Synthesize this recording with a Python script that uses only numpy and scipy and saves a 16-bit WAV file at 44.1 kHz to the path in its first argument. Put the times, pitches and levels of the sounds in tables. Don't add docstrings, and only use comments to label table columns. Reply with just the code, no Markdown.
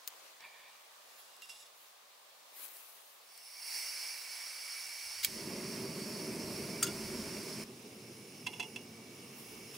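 import sys
import numpy as np
from scipy import signal
from scipy.fft import rfft, irfft, next_fast_len
from scipy.io import wavfile
from scipy.ndimage import uniform_filter1d, map_coordinates

SR = 44100
rng = np.random.default_rng(int(sys.argv[2]) if len(sys.argv) > 2 else 0)


def unload_wav(signal):
    wavfile.write(
        sys.argv[1],
        SR,
        np.round(np.clip(np.atleast_2d(signal).T, -1, 1) * 32767).astype(np.int16),
    )


N = 430857

# frequency in Hz, relative density in dB per Hz.
WOODS_SPECTRUM = [(24, -76), (40, -43.5), (282, -21), (327, -21.5), (362, -17), (582, -6), (912, -6.5),
                  (1170, -5), (1360, -11), (4410, -10.5), (5000, -12.5), (13600, -19), (15800, -16)]
RUSTLE_SPECTRUM = [(120, -50), (200, -33), (346, -12), (517, -13.5), (1200, -9), (4310, -10.5),
                   (5090, -11.5), (9820, 2), (15800, 2.5)]
JET_SPECTRUM = [(180, -69), (300, -24.5), (1920, -10), (2230, -4.5), (2510, -9), (3730, -14.5), (5380, -2),
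                (6670, -11.5), (9770, -10.5), (15800, -24)]
ROAR_SPECTRUM = [(35, -57), (60, -22), (216, -2.5), (384, -3.5), (517, -11), (653, -9), (752, -22.5),
                 (935, -14.5), (1540, -24.5), (2310, -24), (2500, -19.5), (3250, -41), (5500, -120)]
ROAR_AFTER_SPECTRUM = [(35, -51), (60, -32), (118, -0.5), (176, -4), (229, 3), (291, -5.5), (384, -1),
                       (451, -3), (531, -11.5), (736, -19), (855, -19), (1100, -37), (1200, -36),
                       (1560, -56), (2640, -120)]

# frequency in Hz, left-right likeness 0 to 1.
WOODS_LIKENESS = [(60, 0.98), (240, 0.53), (950, 0.12), (3770, 0.14), (15000, 0.22)]
JET_LIKENESS = [(60, 0.93), (240, 0.41), (950, 0.74), (3770, 0.92), (15000, 0.54)]
# frequency in Hz, left minus right in dB.
JET_BALANCE_DB = [(60, 0.0), (180, 2), (550, -2), (1650, -5), (4970, -3), (15000, -1.5)]

# centre in Hz, width in Hz, relative level in dB.
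FRAME_MODES = [(2790, 110, -3), (3410, 75, -4), (3740, 120, -5), (4980, 200, -6.5), (5430, 200, -5.5),
               (6970, 300, -17), (7800, 540, -11.5), (9900, 400, -11.5), (11060, 760, -13),
               (6100, 5600, -18)]
BOX_MODES = [(946, 330, -6), (1810, 200, -3.5), (2330, 230, 0.5), (3510, 350, -11), (3920, 180, -12),
             (4670, 280, -12), (2800, 1800, -15)]
BURNER_MODES = [(141, 75, 1.5), (215.4, 52, 1.5), (250, 13, -4), (323, 32, -3.5), (390, 58, 1),
                (597, 68, -7)]
TUBE_MODES = [(2195, 540, -6), (2790, 86, -3.5), (4586, 450, 0.5), (5410, 440, 3), (6170, 350, -8.5),
              (7900, 320, -11.5), (8000, 280, -18), (8480, 260, -3.5), (9850, 730, -3.5), (10400, 450, -6),
              (11060, 390, -9.5), (12050, 460, -9.5), (12500, 700, -20), (14700, 1300, -10.5),
              (15500, 970, -16), (13400, 600, -19), (2620, 84, -7.5), (895, 250, -14.5)]
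TUBE_AFTER_MODES = [(2160, 310, -3), (2730, 460, 1.5), (4650, 430, -19), (5360, 660, 2.5), (6280, 220, 0),
                    (7020, 300, -5.5), (8430, 300, -5.5), (9900, 660, 0.5), (10700, 330, -4),
                    (12500, 700, -10), (14800, 1000, -7.5)]
TUBE_LOW_MODE = [(2279, 85, 0)]

# time in seconds, level in dB (before random wobble and any drop).
WOODS_LEVEL_DB = [(0.0, -56.5), (0.22, -56.5), (0.69, -57.5), (1.2, -58), (3.2, -58.5)]
TUBE_LEVEL_DB = [(3.15, -81), (3.32, -60.5), (3.6, -48), (3.772, -41.5), (3.87, -43), (4.25, -48),
                 (5.11, -48), (5.36, -49), (6.2, -48), (6.68, -49.5), (7.47, -51.5), (7.94, -50.5),
                 (8.68, -46), (8.88, -52), (9.5, -46), (9.77, -46)]
LOW_MODE_LEVEL_DB = [(3.3, -82), (3.85, -57), (5.04, -56), (5.7, -71), (6.05, -67), (6.28, -78.5),
                     (6.63, -60), (6.9, -60.5), (7.47, -65), (7.63, -84), (7.84, -71.5), (8.64, -66.5),
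                     (9.77, -66.5)]
CATCH_LEVEL_DB = [(5.2, -83), (5.245, -76), (5.27, -60), (5.33, -50.5), (5.42, -45.5)]

# start of hold in seconds, level in dB, rise, hold and fall in seconds (rise, fall per SPAN_DB).
FRAME_STROKES = [(1.1, -67.5, .08, 0.28, .05), (1.422, -55.5, 0.018, 0, .12), (1.498, -53.5, .035, 0, 0.2),
                 (1.58, -61, 0.14, .08, .06)]
BOX_STROKES = [(0.42, -52.5, .03, 0.017, 0.18), (0.555, -60, 0.11, 0.11, 0.4)]
WHEEL_STROKES = [(5.233, -34.5, 0.0091, 0.021, .012), (5.258, -46.5, .01, .015, .02)]
FLAP_AND_THUMP_STROKES = [(5.06, -74, .07, 0, .1), (5.2, -64, .05, 0, .06), (5.29, -60, .07, 0, .5),
                          (5.55, -68, .5, 0, .5), (6.45, -58, 0.072, .13, 0.27),
                          (6.95, -55.5, .4, 0.33, .16), (7.635, -62, .03, .015, .03),
                          (9.52, -72, .15, 0, .45)]
SURGE_STROKE = (5.5, -48, 0.23, -1.5, .5)
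# a stroke as above, then left minus right in dB, dull part re bright in dB.
SHIFT_AND_SNAP_STROKES = [(.08, -41.5, .012, 0.0045, .015, 2, -13), (0.117, -67, .06, 0.17, .2, 2, 6),
                          (1.1, -64, .05, 0, .3, -.5, -13), (1.194, -56, 0.058, 0, 0.13, -1, -15),
                          (1.78, -63, .15, 0.12, .1, -1, -4), (2.572, -53, 0.074, 0.22, 1.05, 3.5, -7.5),
                          (2.624, -51, 0.18, 0.036, .03, 6, -7.5), (9.388, -54, .1, 0, .25, -2, -9),
                          (9.522, -58, .3, 0, 0.27, -2, -12), (9.746, -54, 0.041, 0.012, .12, -2.5, -1)]
# full at in seconds, level in dB, rise in seconds per SPAN_DB.
JET_OPENING = (3.74, -48.5, 0.57)

# start in seconds, level in dB, centre in Hz, t60 in seconds, left minus right in dB.
SNAP_EVENTS = [(.076, -29.5, 9100, 0.012, 6), (0.104, -49, 4700, .012, .5), (0.406, -43.5, 2600, .012, -1),
               (1.3655, -51, 8100, .01, -.5), (1.421, -41, 7000, 0.0059, -5), (1.457, -51, 8000, .01, -1.5),
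               (1.4953, -38, 6000, 0.0055, -4), (2.6635, -51, 11000, .006, 5), (2.682, -41, 12300, .006, 5),
               (2.6875, -42, 11500, .006, 2), (2.769, -42, 10700, 0.0088, 3.5),
               (3.377, -40, 18000, 0.0059, 8), (5.2469, -15, 8150, 0.015, -3.5)]

# frequency in Hz, level in dB, t60 in seconds.
GRIP_MODES = [(1412, -5, 0.11), (2840, -19, .08), (3444, -7, 0.08), (4662, -2, 0.079), (5200, -7, 0.088),
              (6500, -3, 0.11), (6670, -5, 0.048), (7270, 3, 0.043), (8250, 1, 0.034), (8500, -11, 0.069),
              (8900, -3, 0.075), (10270, 1, 0.031), (12100, -5, 0.036), (12900, -17, .04), (14400, -9, .04),
              (1350, -10, .06), (3670, -26, 0.056)]
POT_MODES = [(730, -13, 0.12), (875, -12, 0.22), (992, -5, 0.073), (2099, -15.5, 0.14), (2220, -22, 0.083),
             (2606, 4, 0.069), (2680, 8, 0.042), (2840, -11, 0.28), (2970, -6, 0.068), (3280, -7, 0.054),
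             (3400, -0.5, 0.074), (4130, -11.5, 0.079), (5700, -12, 0.065), (6600, -5, 0.029),
             (8872, -16, .04), (10400, -25, .05)]
FRAME_RING_MODES = [(2760, 3, 0.12), (3730, -10, .1), (5150, -13, .1), (5450, -10, .1), (9880, -16, .05)]
# start in seconds, level in dB, attack time constant in seconds,
# tilt in dB per octave, favoured frequency in Hz, favour in dB.
GRIP_BLOWS = [(6.824, -42.5, 0.0015, -4, 1400, 7), (6.8269, -28, .002, 2, 8600, 2.5),
              (6.834, -38, 0.0037, -4, 4700, -1), (6.842, -38, 0.0024, 1, 6460, 4),
              (6.866, -39.5, .003, -5, 2860, 20), (6.873, -43, 0.0028, -3, 3500, 13.5)]
POT_BLOWS = [(8.464, -46, 0.0024, -1, 2600, 4), (8.467, -35, 0.0025, 1, 2580, 1.5),
             (8.531, -46.5, 0.0036, 0, 3020, 4), (8.558, -55, .004, -4, 3300, 3),
             (8.597, -37, 0.0018, 0.5, 2700, 2), (8.604, -41.5, 0.0041, 4, 3400, 5),
             (8.627, -43.5, 0.0023, -2, 2680, 1.5), (8.76, -44.5, .001, 1.5, 2450, 7.5),
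             (8.773, -60, .003, -1, 2520, 9)]
FRAME_BLOWS = [(1.42, -52.5, .001, -3, 2750, 2.5), (1.495, -49.5, .001, -8, 5200, 1)]

TOP_HZ = 15780
SPAN_DB = 30
CUT_S = 7.64
TUBE_DROP_DB, JET_DROP_DB, ROAR_DROP_DB = 10, 14, 8
BURN_DB, SETTLE_S, SAG_DB_PER_S = -44.2, 6.26, 0.63
FLAP_S, FLAP_DB = 5.0, -83.5


def amp(db):
    return 10 ** (np.asarray(db) / 20)


def unit(x):
    return x / np.sqrt(np.mean(x ** 2) + 1e-20)


def along(points, hz):
    f, v = np.transpose(points)
    return np.interp(np.log(hz + 1), np.log(f + 1), v)


def curve(rows, **outside):
    s, value = np.transpose(rows)
    return np.interp(np.arange(N) / SR, s, value, **outside)


def wobble(knots_per_s):
    coarse = np.arange(0, N + 32, 32)
    knots = rng.standard_normal(int(N * knots_per_s / SR) + 4)
    return np.interp(np.arange(N), coarse, map_coordinates(knots, [coarse * knots_per_s / SR]))


def after_cut():
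    return np.arange(N) > CUT_S * SR


def dropped(drop_db):
    return np.where(after_cut(), amp(-drop_db), 1)


def placed(pan_db):
    return amp(np.multiply.outer([.5, -.5], pan_db))


def smooth(spectrum):
    return lambda hz: amp(along(spectrum, hz))


def peaks(modes):
    def gain(hz):
        return np.sqrt(sum(amp(2 * db) / (1 + (2 * (hz - centre) / width) ** 2) ** 2
                           for centre, width, db in modes))
    return gain


def rush(gain, alike, patchy_db, balance=((1000, 0),)):
    z = signal.stft(rng.standard_normal((2, N)), nperseg=512)[2]
    field = rng.standard_normal(z.shape[1:])
    field = uniform_filter1d(uniform_filter1d(field, size=6, axis=0), size=10, axis=1)
    pair = signal.istft(z * amp(patchy_db * unit(field)), nperseg=512)[1][:, :N]
    m = next_fast_len(N)
    hz = np.fft.rfftfreq(m, 1 / SR)
    turn = np.arccos(np.clip(along(alike, hz), -1, 1)) / 2
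    mid, side = rfft(pair, m) * gain(hz) * [np.cos(turn), np.sin(turn)]
    left_right = placed(along(balance, hz)) * [mid + side, mid - side]
    return unit(irfft(left_right, m)[:, :N])


def add_stroke(out, x, s, db, rise, hold, fall):
    rise, hold, fall = rise + 1e-4, abs(hold), fall + 1e-4
    a = max(int((s - 2 * rise) * SR), 0)
    b = min(int((s + hold + 2 * fall) * SR), N)
    t = np.arange(a, b) / SR - s
    away = np.maximum(np.maximum(-t / rise, (t - hold) / fall), 0)
    out[..., a:b] += amp(db - SPAN_DB * away) * x


def strokes(rows):
    out = np.zeros(N)
    for row in rows:
        add_stroke(out, 1, *row)
    return out


def struck(modes, blows, crack_db, crack_top_hz, crack_t60, scatter_db):
    out, t = np.zeros(N + SR), np.arange(SR // 6) / SR
    hz, level, t60 = np.transpose(modes)[:, :, None]
    band = signal.butter(2, [1500, crack_top_hz], "bandpass", fs=SR, output="sos")
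    for s, db, attack, tilt_db, near_hz, near_db in blows:
        rattle = np.cumsum(rng.normal(0, 0.039, (len(modes), len(t))), axis=1)
        favour = near_db * np.exp(-(np.log2(hz / near_hz) / .16) ** 2)
        scatter = scatter_db * rng.standard_normal(hz.shape)
        strength = level + tilt_db * np.log2(hz / 3000) + favour + scatter
        phase = 2 * np.pi * (hz * t + rng.random(hz.shape)) + rattle
        ring = np.sum(amp(strength - 60 * t / t60) * np.sin(phase), axis=0)
        noise = signal.sosfilt(band, rng.standard_normal(len(t)))
        crack = amp(crack_db - 60 * t / crack_t60) * noise
        out[round(s * SR):][:len(t)] += amp(db) * (ring + crack) * (1 - np.exp(-t / attack))
    return out[:N]


def woods():
    level_db = curve(WOODS_LEVEL_DB) + 1.24 * wobble(1.624)
    return amp(level_db) * rush(smooth(WOODS_SPECTRUM), WOODS_LIKENESS, patchy_db=1.04)


def ground(x):
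    t = np.arange(SR // 4) / SR
    tail = rng.standard_normal((2, len(t))) * amp(-60 * t / 0.038)
    return signal.fftconvolve(x, tail / np.linalg.norm(tail[0]), axes=1)[:, :N]


def hands():
    grain = amp(1.1 * wobble(300) + 0.24 * wobble(30))
    rustle = smooth(RUSTLE_SPECTRUM)
    bright = rush(lambda hz: rustle(hz) / (1 + (6500 / (hz + 1)) ** 6), [(1000, 0.44)], patchy_db=2.5)
    dull = rush(lambda hz: rustle(hz) / (1 + (hz / 6500) ** 6), [(1000, 0.12)], patchy_db=2.5)
    bright_gain, dull_gain = np.zeros((2, 2, N))
    for s, db, rise, hold, fall, pan_db, dull_db in SHIFT_AND_SNAP_STROKES:
        sides = placed(pan_db)[:, None]
        add_stroke(bright_gain, sides, s, db, rise, hold, fall)
        add_stroke(dull_gain, sides, s, db + dull_db, rise, hold, fall)
    out = (bright_gain * bright + dull_gain * dull) * unit(grain)
    for modes, rows in ((FRAME_MODES, FRAME_STROKES), (BOX_MODES, BOX_STROKES)):
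        rubbed = rush(peaks(modes), [(1000, 0.88)], patchy_db=1.6, balance=[(1000, -1.5)])
        out = out + strokes(rows) * amp(1.5 * wobble(62.5)) * rubbed
    return out


def snaps():
    out, t = np.zeros((2, N + SR)), np.arange(2048) / SR
    attack = 1 - np.exp(-t / 0.00011)
    for s, db, hz, t60, pan_db in SNAP_EVENTS:
        edges_hz = [hz * 0.38, min(hz * 2.0, SR / 2 - 1000)]
        band = signal.butter(2, edges_hz, "bandpass", fs=SR, output="sos")
        burst = unit(signal.sosfilt(band, rng.standard_normal(len(t)))) * amp(db - 60 * t / t60)
        start = round(s * SR)
        out[:, start:start + len(t)] += placed(pan_db)[:, None] * burst * attack
    flint_spectrum = [(500, -33), (2000, -7.0), (5000, -4), (10000, -12), (15000, -6)]
    flint = rush(smooth(flint_spectrum), [(1000, .9)], patchy_db=2.0)
    return out[:, :N] + strokes(WHEEL_STROKES) * flint


def metalwork():
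    grip = struck(GRIP_MODES, GRIP_BLOWS, crack_db=7.5, crack_top_hz=15500, crack_t60=0.036, scatter_db=0.3)
    pot = struck(POT_MODES, POT_BLOWS, crack_db=5.5, crack_top_hz=8800, crack_t60=0.039, scatter_db=1.7)
    frame = struck(FRAME_RING_MODES, FRAME_BLOWS, crack_db=-9, crack_top_hz=12000, crack_t60=.02,
                   scatter_db=2.0)
    return placed(0.89)[:, None] * grip + placed(-4.5)[:, None] * pot + placed(-2.5)[:, None] * frame


def gas():
    tube_before = rush(peaks(TUBE_MODES), JET_LIKENESS, 1.8, JET_BALANCE_DB)
    tube_after = rush(peaks(TUBE_AFTER_MODES), JET_LIKENESS, 0.82, JET_BALANCE_DB)
    tube = np.where(after_cut(), tube_after, tube_before)
    hiss = amp(curve(TUBE_LEVEL_DB, left=-120)) * dropped(TUBE_DROP_DB) * tube
    low_noise = rush(peaks(TUBE_LOW_MODE), [(1000, 0.97)], 1.8, JET_BALANCE_DB)
    low = amp(curve(LOW_MODE_LEVEL_DB, left=-120)) * low_noise
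    full_s, jet_db, rise_s = JET_OPENING
    opening = strokes([(full_s, jet_db, rise_s, N / SR, 1)])
    jet = rush(smooth(JET_SPECTRUM), JET_LIKENESS, 1.24, JET_BALANCE_DB)
    broad = opening * dropped(JET_DROP_DB) * jet
    return amp(0.67 * wobble(8)) * (hiss + broad) + low


def flame():
    end_s = N / SR
    steady = [(SETTLE_S, BURN_DB), (end_s, BURN_DB - SAG_DB_PER_S * (end_s - SETTLE_S))]
    burn_db = curve(CATCH_LEVEL_DB + steady, left=-120) + .4 * wobble(3.5)
    burn = np.hypot(amp(burn_db), strokes([SURGE_STROKE])) * dropped(ROAR_DROP_DB)

    def head(hz):
        return smooth(ROAR_SPECTRUM)(hz) * np.hypot(.6, peaks(BURNER_MODES)(hz))

    alike, balance = [(100, 1.0), (500, 0.98), (1500, 0.83)], [(100, 0), (1000, -2.0)]
    roar_before = rush(head, alike, 1.03, balance)
    roar_after = rush(smooth(ROAR_AFTER_SPECTRUM), alike, 0.8, balance)
    roar = np.where(after_cut(), roar_after, roar_before)
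    roar = unit(roar * amp(0.7 * wobble(30)))
    flap_spectrum = [(15, -30), (30, -12), (60, -6.5), (100, -2), (160, -29.5)]
    flap = rush(smooth(flap_spectrum), [(60, 0.87)], patchy_db=0.0)
    flap = unit(flap * amp(0.79 * wobble(12)))
    gentle = (np.arange(N) > FLAP_S * SR) * amp(FLAP_DB + 2.9 * wobble(5.5))
    return burn * roar + (gentle + strokes(FLAP_AND_THUMP_STROKES)) * flap


def scene():
    metal = metalwork()
    dry_snaps = snaps()
    answer = ground(amp(-9) * metal + amp(-8) * dry_snaps)
    return woods() + answer + hands() + dry_snaps + metal + gas() + flame()


def record(dry):
    m = next_fast_len(N + 8192)
    hz = np.fft.rfftfreq(m, 1 / SR)
    return irfft(rfft(dry, m) * (hz < TOP_HZ), m)[..., :N]


dry = scene()
out = record(dry)
unload_wav(out)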